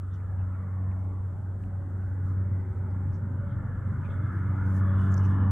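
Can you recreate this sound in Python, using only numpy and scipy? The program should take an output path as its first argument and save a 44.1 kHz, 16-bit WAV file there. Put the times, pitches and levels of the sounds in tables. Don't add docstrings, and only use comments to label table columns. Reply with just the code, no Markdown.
import sys
import numpy as np
from scipy import signal
from scipy.fft import rfft, irfft
from scipy.io import wavfile
from scipy.ndimage import uniform_filter1d

SR = 44100
rng = np.random.default_rng(int(sys.argv[2]) if len(sys.argv) > 2 else 0)


def digitize_waveform(pressure):
    field = np.atleast_2d(pressure).T
    bounded = np.clip(field, -1, 1)
    quanta = np.round(bounded * 32767).astype(np.int16)
    wavfile.write(sys.argv[1], SR, quanta)


def decibels_to_gain(level_db):
    exponent = np.asarray(level_db, float) / 20
    return 10 ** exponent


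N = 242988
T = np.arange(N) / SR

# (time [s], blade rate [Hz], level [dB])
APPROACH = [(0, 93.55, -33), (.28, 94.2, -31.5), (.43, 93.2, -27.5), (.57, 93.3, -32.5), (.9, 94.06, -28),
            (1.35, 94.12, -33.5), (1.95, 94.23, -32.5), (2.26, 94.28, -28.5), (2.54, 94.33, -28),
            (2.68, 94.35, -31.5), (2.95, 94.2, -29.7), (3.45, 94.62, -33.5), (4.1, 94.65, -31.3),
            (4.38, 94.73, -30), (4.8, 95.22, -23.5), (5.23, 95.5, -22.5), (5.37, 95.77, -23.5),
            (5.51, 95.4, -22)]
# (time [s], roar gain [dB], nearness [0-1], crest of the water echo [Hz])
AIR_PATH = [(0, -2.5, 0.5, 1266), (.5, 2, 0, 1345), (1, 1, 0.12, 988), (1.5, -1.5, 0, 1460),
            (2, 0, 0.1, 1460), (2.4, 1, .2, 1397), (2.7, 1.5, 0.09, 1403), (3, 1.5, 0.41, 1410),
            (3.3, 1.5, 0.4, 1380), (3.7, 4.5, .5, 1440), (4, 5, 0.7, 1450), (4.3, 8, 1, 1493),
            (4.6, 8.5, 1, 1400), (5, 10.5, 0.99, 1210), (5.51, 11.5, 0.6, 1053)]

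# (time [s], peak level [dB], length [s])
SECOND_SWELLS = [(.45, -49.5, 0.22), (.9, -44.5, 0.63), (1.7, -47, 0.21), (1.98, -51, 0.14),
                 (2.4, -44, .35), (2.97, -44.5, 0.21), (3.25, -49, .25), (3.53, -45.5, .22),
                 (3.95, -46.5, .5), (4.38, -40.5, 0.35), (4.75, -36.5, .45), (5.15, -33.5, 0.77),
                 (5.51, -35, 0.27)]
THIRD_SWELLS = [
    (.9, -53.5, 0.52),
    (1.65, -55.5, 0.46),
    (2.25, -50, 0.41),
    (3.0, -54, 0.32),
    (3.6, -57, 0.49),
    (4.621, -48.5, 0.62),
    (5.15, -46.5, .9),
]
FOURTH_SWELLS = [
    (1.5, -61.5, 0.34),
    (2.001, -60, .3),
    (2.85, -54.5, .9),
    (4.0, -58, 0.32),
    (5.03, -55, 0.61),
    (5.51, -51, 0.35),
]
SIXTH_SWELLS = [
    (1.8, -64.5, 0.57),
    (2.45, -63.5, .4),
    (3.4, -58.5, .45),
    (4.98, -54.5, 0.56),
]
# (time [s], peak level [dB], length [s])
ORDER_3_SWELLS = [
    (0.195, -47, 0.97),
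    (1.001, -43.5, 0.3),
    (1.905, -49.5, 0.66),
    (2.799, -48.5, 1.11),
    (4.488, -53.5, .3),
    (5.099, -55.5, .45),
    (5.51, -43, 0.47),
]
ORDER_5_SWELLS = [(.62, -54.5, 0.34), (1.13, -56.5, 0.17), (1.77, -48.5, .25), (2.45, -50.5, 0.25),
                  (2.9, -41.5, 0.28), (3.25, -38, 0.23), (3.6, -36.5, .3), (3.9, -38.5, .3),
                  (4.24, -38, .2), (4.52, -37, 0.18), (5.51, -44, .2)]
ORDER_6_SWELLS = [
    (2.2, -55, 0.31),
    (3.099, -49.5, 0.68),
    (3.55, -43, 0.48),
    (4.15, -42.5, .6),
    (5.151, -43, 0.75),
    (5.5, -46, 0.23),
]
RESTING_DB = (-56, -66.5, -68.5, -70, -71, -61.5, -66.5)
# (multiple of the blade rate, level against the second [dB])
HIGH_OVERTONES = [(5, -27), (7, -31), (8, -33), (9, -32), (10, -28), (11, -30), (12, -28), (13, -28)]
# (multiple of the shaft rate, level against the exhaust rumble [dB])
FIRING_ORDERS = [
    (2, -23),
    (4.5, -16.5),
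    (7, -20),
    (9, -23.5),
    (11, -21),
]

# (frequency [Hz], level [dB per Hz])
RUMBLE_SPECTRUM = [(24, -45.5), (40, -26), (68, -8.5), (104, 1.5), (121, -2.5), (151, -11), (204, -10.5),
                   (427, -29), (570, -38), (697, -59), (800, -34), (1040, -64), (1760, -120)]
# (frequency [Hz], level [dB per Hz])
FAR_ROAR = [(260, -31.5), (450, -2), (551, -0.5), (706, -5), (820, -2.5), (1160, -9.5), (1390, -8),
            (1590, -12), (1930, -16.5), (2700, -42.5), (3510, -62), (5940, -120)]
# (frequency [Hz], level [dB per Hz])
NEAR_ROAR = [(300, -30.5), (450, -6), (580, -1), (760, -10), (1000, -3), (1200, -2.5), (1450, -0.5),
             (1600, -5.5), (1700, -1.5), (1950, -16), (2120, -12.5), (2450, -31.5), (2700, -36),
             (3500, -62)]
# (centre [Hz], half width [Hz])
UPPER_ROAR = (2200, 260)
# (centre [Hz], width [Hz])
WHISTLE_BANDS = [
    (2960, 330),
    (3390, 270),
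]
WHISTLE_DB = (-94, -95.5)
# (time [s], peak level [dB], length [s])
LOW_WHISTLE_FLARES = [
    (.15, -77.5, .05),
    (3.42, -83, .2),
    (4.05, -79, .1),
    (5.03, -68, .2),
    (5.24, -68, .1),
    (5.38, -69, .22),
]
# (time [s], peak level [dB], length [s])
HIGH_WHISTLE_FLARES = [
    (.15, -78, .05),
    (3.5, -82, .1),
    (4.13, -74, .12),
    (4.25, -77, .1),
    (4.98, -68.5, .26),
    (5.32, -72, .08),
]

# (frequency [Hz], level [dB per Hz])
FLOOR_SPECTRUM = [(1500, -21.5), (2300, -1), (3200, -0.5), (4200, -10.5), (5200, -14), (6400, -7),
                  (7100, -6.5), (7450, 0), (8600, -1.5), (9500, -11), (11000, -17.5), (15500, -16.5),
                  (17000, -28.5)]
# (frequency [Hz], level [dB per Hz])
BREEZE_SPECTRUM = [(15, -30), (30, -7.5), (45, 11.5), (75, 7.5), (110, 2), (200, -6.5), (400, -8),
                   (800, -52.5)]

# (time [s], peak level [dB], length [s])
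GRASS_RUSTLES = [(.17, -82.5, .08), (.29, -86, .2), (.7, -88.5, .25), (1.0, -85.5, 0.19),
                 (1.64, -79.5, 0.083), (2.05, -82.5, 0.18), (2.29, -77.5, .12), (2.57, -85, .15),
                 (3.05, -86.5, 0.28), (3.33, -86, .12), (4.1, -82.5, 0.35), (4.36, -80.5, 0.23),
                 (4.55, -81.5, 0.26), (4.7, -74, 0.13), (4.77, -68.5, 0.081), (4.87, -75.5, 0.081),
                 (5.03, -70.5, 0.12), (5.15, -72.5, 0.18), (5.27, -74, 0.16), (4.93, -80, .12),
                 (5.4, -82, .25), (1.35, -88, .3), (2.76, -87, .2), (.45, -87.5, .12), (3.9, -87, .15),
                 (1.93, -86, .08)]
# (frequency [Hz], level [dB per Hz])
GRASS_SPECTRUM = [(2500, -19.5), (4200, -3.5), (5500, -1.5), (7500, 0.5), (9800, -4), (11000, -2.5),
                  (12200, -7.5), (15500, -6), (17000, -20)]
# (time [s], level [dB], centre [Hz], length [s], left minus right [dB])
CLOSE_SCUFFS = [(0.106, -77.5, 3500, .079, 12), (.13, -75.5, 5600, .035, 12), (.191, -67.5, 2100, 0.032, 9),
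                (0.377, -78, 2705, .06, 17), (0.521, -77.5, 2400, .05, 15), (2.019, -76, 2630, .022, 6.5),
                (3.487, -78, 3311, .081, 6.5), (2.599, -86.5, 4455, .03, 3.5), (2.9, -82, 4990, .023, 1),
                (3.119, -76, 5712, 0.069, 9), (4.038, -64.5, 2430, 0.049, 11), (4.047, -73, 3400, .019, 17),
                (4.097, -72.5, 3401, 0.043, 15), (4.098, -74, 2587, .03, 9), (5.105, -69.5, 6700, .05, -8),
                (5.159, -65.5, 5640, 0.057, -4), (5.224, -71.5, 5680, 0.064, -12),
                (5.228, -69, 2590, 0.052, -5)]
# (time [s], peak level [dB], ring [Hz], left minus right [dB])
STALK_SNAPS = [
    (.915, -52.5, 2060, 13),
    (1.638, -56, 2350, 0),
    (1.638, -73, 4628, -2),
    (2.7485, -67, 7212, 0.5),
    (4.665, -63, 7050, -8.5),
    (5.125, -63.5, 6980, -10),
    (5.1423, -39.5, 6300, -9.5),
    (5.147, -56, 6500, -11.5),
    (5.174, -60, 5483, -3),
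    (5.18, -45, 5750, -14),
]

# (frequency [Hz], correlation [-1 to 1])
MIC_LIKENESS = [(30, .95), (65, .88), (110, .93), (150, .995), (300, .99), (600, .87), (1250, .9),
                (2500, .58), (5000, .25), (12000, .05)]
# (frequency [Hz], left minus right [dB])
MIC_LEAN = [(100, 0), (300, .2), (1000, .5), (2500, -1), (5000, -1.5), (7500, -1), (9000, -3), (10000, -7),
            (11200, -3), (12300, 2.5), (15000, 3)]


def evened(x):
    return x / np.sqrt(np.mean(x ** 2) + 1e-20)


def read(points, hz):
    f, value = np.transpose(points)
    return np.interp(np.log(hz + 1), np.log(f + 1), value)


def curves(rows, t):
    s, *columns = np.transpose(rows)
    return [np.interp(t, s, column) for column in columns]


def drift(top_hz):
    t = T[::200]
    rates = np.geomspace(top_hz / 10, top_hz, 16)
    slow = sum(np.sin(2 * np.pi * (f * t + rng.random())) / np.sqrt(f) for f in rates)
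    return np.interp(T, t, evened(slow))


def swells(rows, rest_db):
    power = decibels_to_gain(rest_db) ** 2
    for s, db, length in rows:
        power = power + decibels_to_gain(db) ** 2 * np.exp(-8 * ((T - s) / length) ** 2)
    return 10 * np.log10(power)


def sides(x, lean_db):
    return np.array([x * decibels_to_gain(lean_db / 2), x * decibels_to_gain(-lean_db / 2)])


def resonate(x, hz, width):
    turn = np.exp(2j * np.pi * hz * np.arange(x.shape[-1]) / SR)
    r = np.exp(-np.pi * width / SR)
    return 2 * (turn * signal.lfilter([(1 - r) ** 2], [1, -2 * r, r * r], x / turn)).real


def air_noise(colour_db, size, patchy_db, likeness, patch_hz=400, patch_s=0.088):
    hz = np.fft.rfftfreq(size, 1 / SR)[:, None]
    t = np.arange(4 * N // size + 5) * size / 4 / SR
    a, b, c, d, patches = rng.standard_normal((len(t), len(hz), 5)).T
    patches = uniform_filter1d(patches, 1 + int(patch_hz / hz[1, 0]), 0)
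    patches = evened(uniform_filter1d(patches, 1 + int(patch_s / t[1]), 1))
    same = np.clip(likeness * read(MIC_LIKENESS, hz), -1, 1)
    left = a + 1j * b
    right = same * left + np.sqrt(1 - same ** 2) * (c + 1j * d)
    spectra = np.array([left, right]) * decibels_to_gain(colour_db(hz, t) + patchy_db * patches)
    return evened(signal.istft(spectra, nperseg=size, noverlap=3 * size // 4)[1][:, :N])


def blade_motion():
    blade_hz, _ = curves(APPROACH, T)
    turn = 2 * np.pi * np.cumsum(blade_hz) / SR
    skew = np.interp(T, [0, 2.8, 4.2, 5.5], [-1.4, 1.2, .6, 2.9])
    return turn, skew


def rumble_level():
    return -53 + 2.5 * T


def shaft_tones(turn, skew):
    _, blade_db = curves(APPROACH, T)
    second_db = swells(SECOND_SWELLS, RESTING_DB[0])
    order_5_db = swells(ORDER_5_SWELLS, RESTING_DB[1])
    tones = decibels_to_gain(blade_db) * np.cos(turn) + decibels_to_gain(second_db) * np.cos(2 * turn + skew)
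    tones += decibels_to_gain(order_5_db) * np.cos(5 / 4 * turn + 0.28 * drift(3.7))
    fading = (THIRD_SWELLS, FOURTH_SWELLS, SIXTH_SWELLS, ORDER_3_SWELLS, ORDER_6_SWELLS)
    for k, rows, rest_db in zip((3, 4, 6, 3 / 4, 6 / 4), fading, RESTING_DB[2:]):
        level = decibels_to_gain(swells(rows, rest_db) + 2.5 * drift(12.0))
        tones += level * np.cos(k * turn + (k - 1) * skew + .17 * k * drift(8.0))
    for k, db in HIGH_OVERTONES:
        level = decibels_to_gain(second_db + db + 3.0 * drift(6.0))
        tones += level * np.cos(k * turn + (k - 1) * skew + .16 * k * drift(8.0))
    for k, db in FIRING_ORDERS:
        level = decibels_to_gain(rumble_level() + 7.0 + db + 3.1 * drift(2.5))
        tones += level * np.cos(k / 4 * turn + 2.03 * drift(1.6))
    return np.sqrt(2) * tones


def exhaust_rumble():
    rumble = air_noise(lambda hz, t: read(RUMBLE_SPECTRUM, hz), size=4096, patchy_db=2.5, likeness=1,
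                       patch_hz=70, patch_s=.1)
    return decibels_to_gain(rumble_level() + 7.5) * rumble


def roar_colour(hz, t):
    _, near, crest_hz = curves(AIR_PATH, t)
    upper_db = 2 + 4 * np.cos(2 * np.pi * (t - 2.6) / 1.75)
    centre_hz, half_width_hz = UPPER_ROAR
    upper = upper_db * np.exp(-((hz - centre_hz) / half_width_hz) ** 2)
    crest = 3.7 * np.exp(-((hz - crest_hz) / 230) ** 2)
    dip = 2.3 * np.exp(-((hz - crest_hz / 2) / 110) ** 2)
    return (1 - near) * read(FAR_ROAR, hz) + near * read(NEAR_ROAR, hz) + upper + crest - dip


def propeller_roar(turn, skew):
    gain_db = curves(AIR_PATH, T)[0]
    roar = air_noise(roar_colour, size=2048, patchy_db=2.4, likeness=1.02, patch_hz=130, patch_s=.14)
    roar /= np.sqrt(uniform_filter1d((roar ** 2).mean(0), 15000))
    hiss = rng.standard_normal((N, 2)).T
    hiss = hiss + 0.84 * hiss[0]
    whistles = 0
    for rows, db, band in zip((LOW_WHISTLE_FLARES, HIGH_WHISTLE_FLARES), WHISTLE_DB, WHISTLE_BANDS):
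        level_db = swells(rows, db + 1.5 * gain_db)
        whistles = whistles + decibels_to_gain(level_db) * evened(resonate(hiss, *band))
    chop = 1 + .03 * np.cos(turn + skew) + .06 * np.cos(2 * turn)
    return chop * (decibels_to_gain(gain_db - 55) * roar + whistles)


def aircraft():
    turn, skew = blade_motion()
    return shaft_tones(turn, skew) + exhaust_rumble() + propeller_roar(turn, skew)


def shore_floor():
    hiss = air_noise(lambda hz, t: read(FLOOR_SPECTRUM, hz), size=512, patchy_db=.7, likeness=.6)
    breeze = air_noise(lambda hz, t: read(BREEZE_SPECTRUM, hz), size=4096, patchy_db=4.5, likeness=0.85,
                       patch_hz=60, patch_s=.2)
    gusts = decibels_to_gain(0.84 * drift(7.9))
    return decibels_to_gain(-80) * gusts * hiss + decibels_to_gain(-46.5) * breeze


def rustle():
    noise = air_noise(lambda hz, t: read(GRASS_SPECTRUM, hz), size=256, patchy_db=1.6, likeness=.5)
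    grain = decibels_to_gain(1.8 * evened(uniform_filter1d(rng.standard_normal(N), 90)))
    return decibels_to_gain(swells(GRASS_RUSTLES, -90) + 2.5) * evened(grain) * noise


def scuffs():
    out = np.zeros((2, N))
    for s, db, hz, length, lean in CLOSE_SCUFFS:
        crumble_db = 3.4 * evened(uniform_filter1d(rng.standard_normal(4000), 80))
        crumbs = rng.standard_normal(4000) * decibels_to_gain(crumble_db)
        u = np.clip(np.arange(4000) / SR / length, 0, 1)
        width_hz = 54 * (hz * 1e-3) ** 2
        scuff = evened(resonate(crumbs, hz, width_hz)) * np.sin(np.pi * u ** .7)
        out[:, round(s * SR):][:, :4000] += sides(decibels_to_gain(db) * scuff, lean)
    return out


def snaps():
    out = np.zeros((2, N))
    for s, db, hz, lean in STALK_SNAPS:
        tick = rng.standard_normal(600) * np.exp(-np.arange(600) / SR * hz / 1.7)
        snap = resonate(tick, hz, 0.28 * hz)
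        if hz > 5000:
            snap = snap + 0.077 * tick
        out[:, round(s * SR):][:, :600] += sides(decibels_to_gain(db) * snap / abs(snap).max(), lean)
    return out


def scene():
    return aircraft() + shore_floor() + rustle() + scuffs() + snaps()


def low_pass(x):
    return signal.sosfilt(signal.butter(12, 15750, fs=SR, output="sos"), x)


def record(dry):
    lean_db = read(MIC_LEAN, np.fft.rfftfreq(N, 1 / SR))
    lean = decibels_to_gain(lean_db * np.array([[.5], [-.5]]))
    mix = irfft(rfft(dry) * lean, N)
    return low_pass(mix)


dry = scene()
out = record(dry)
digitize_waveform(out)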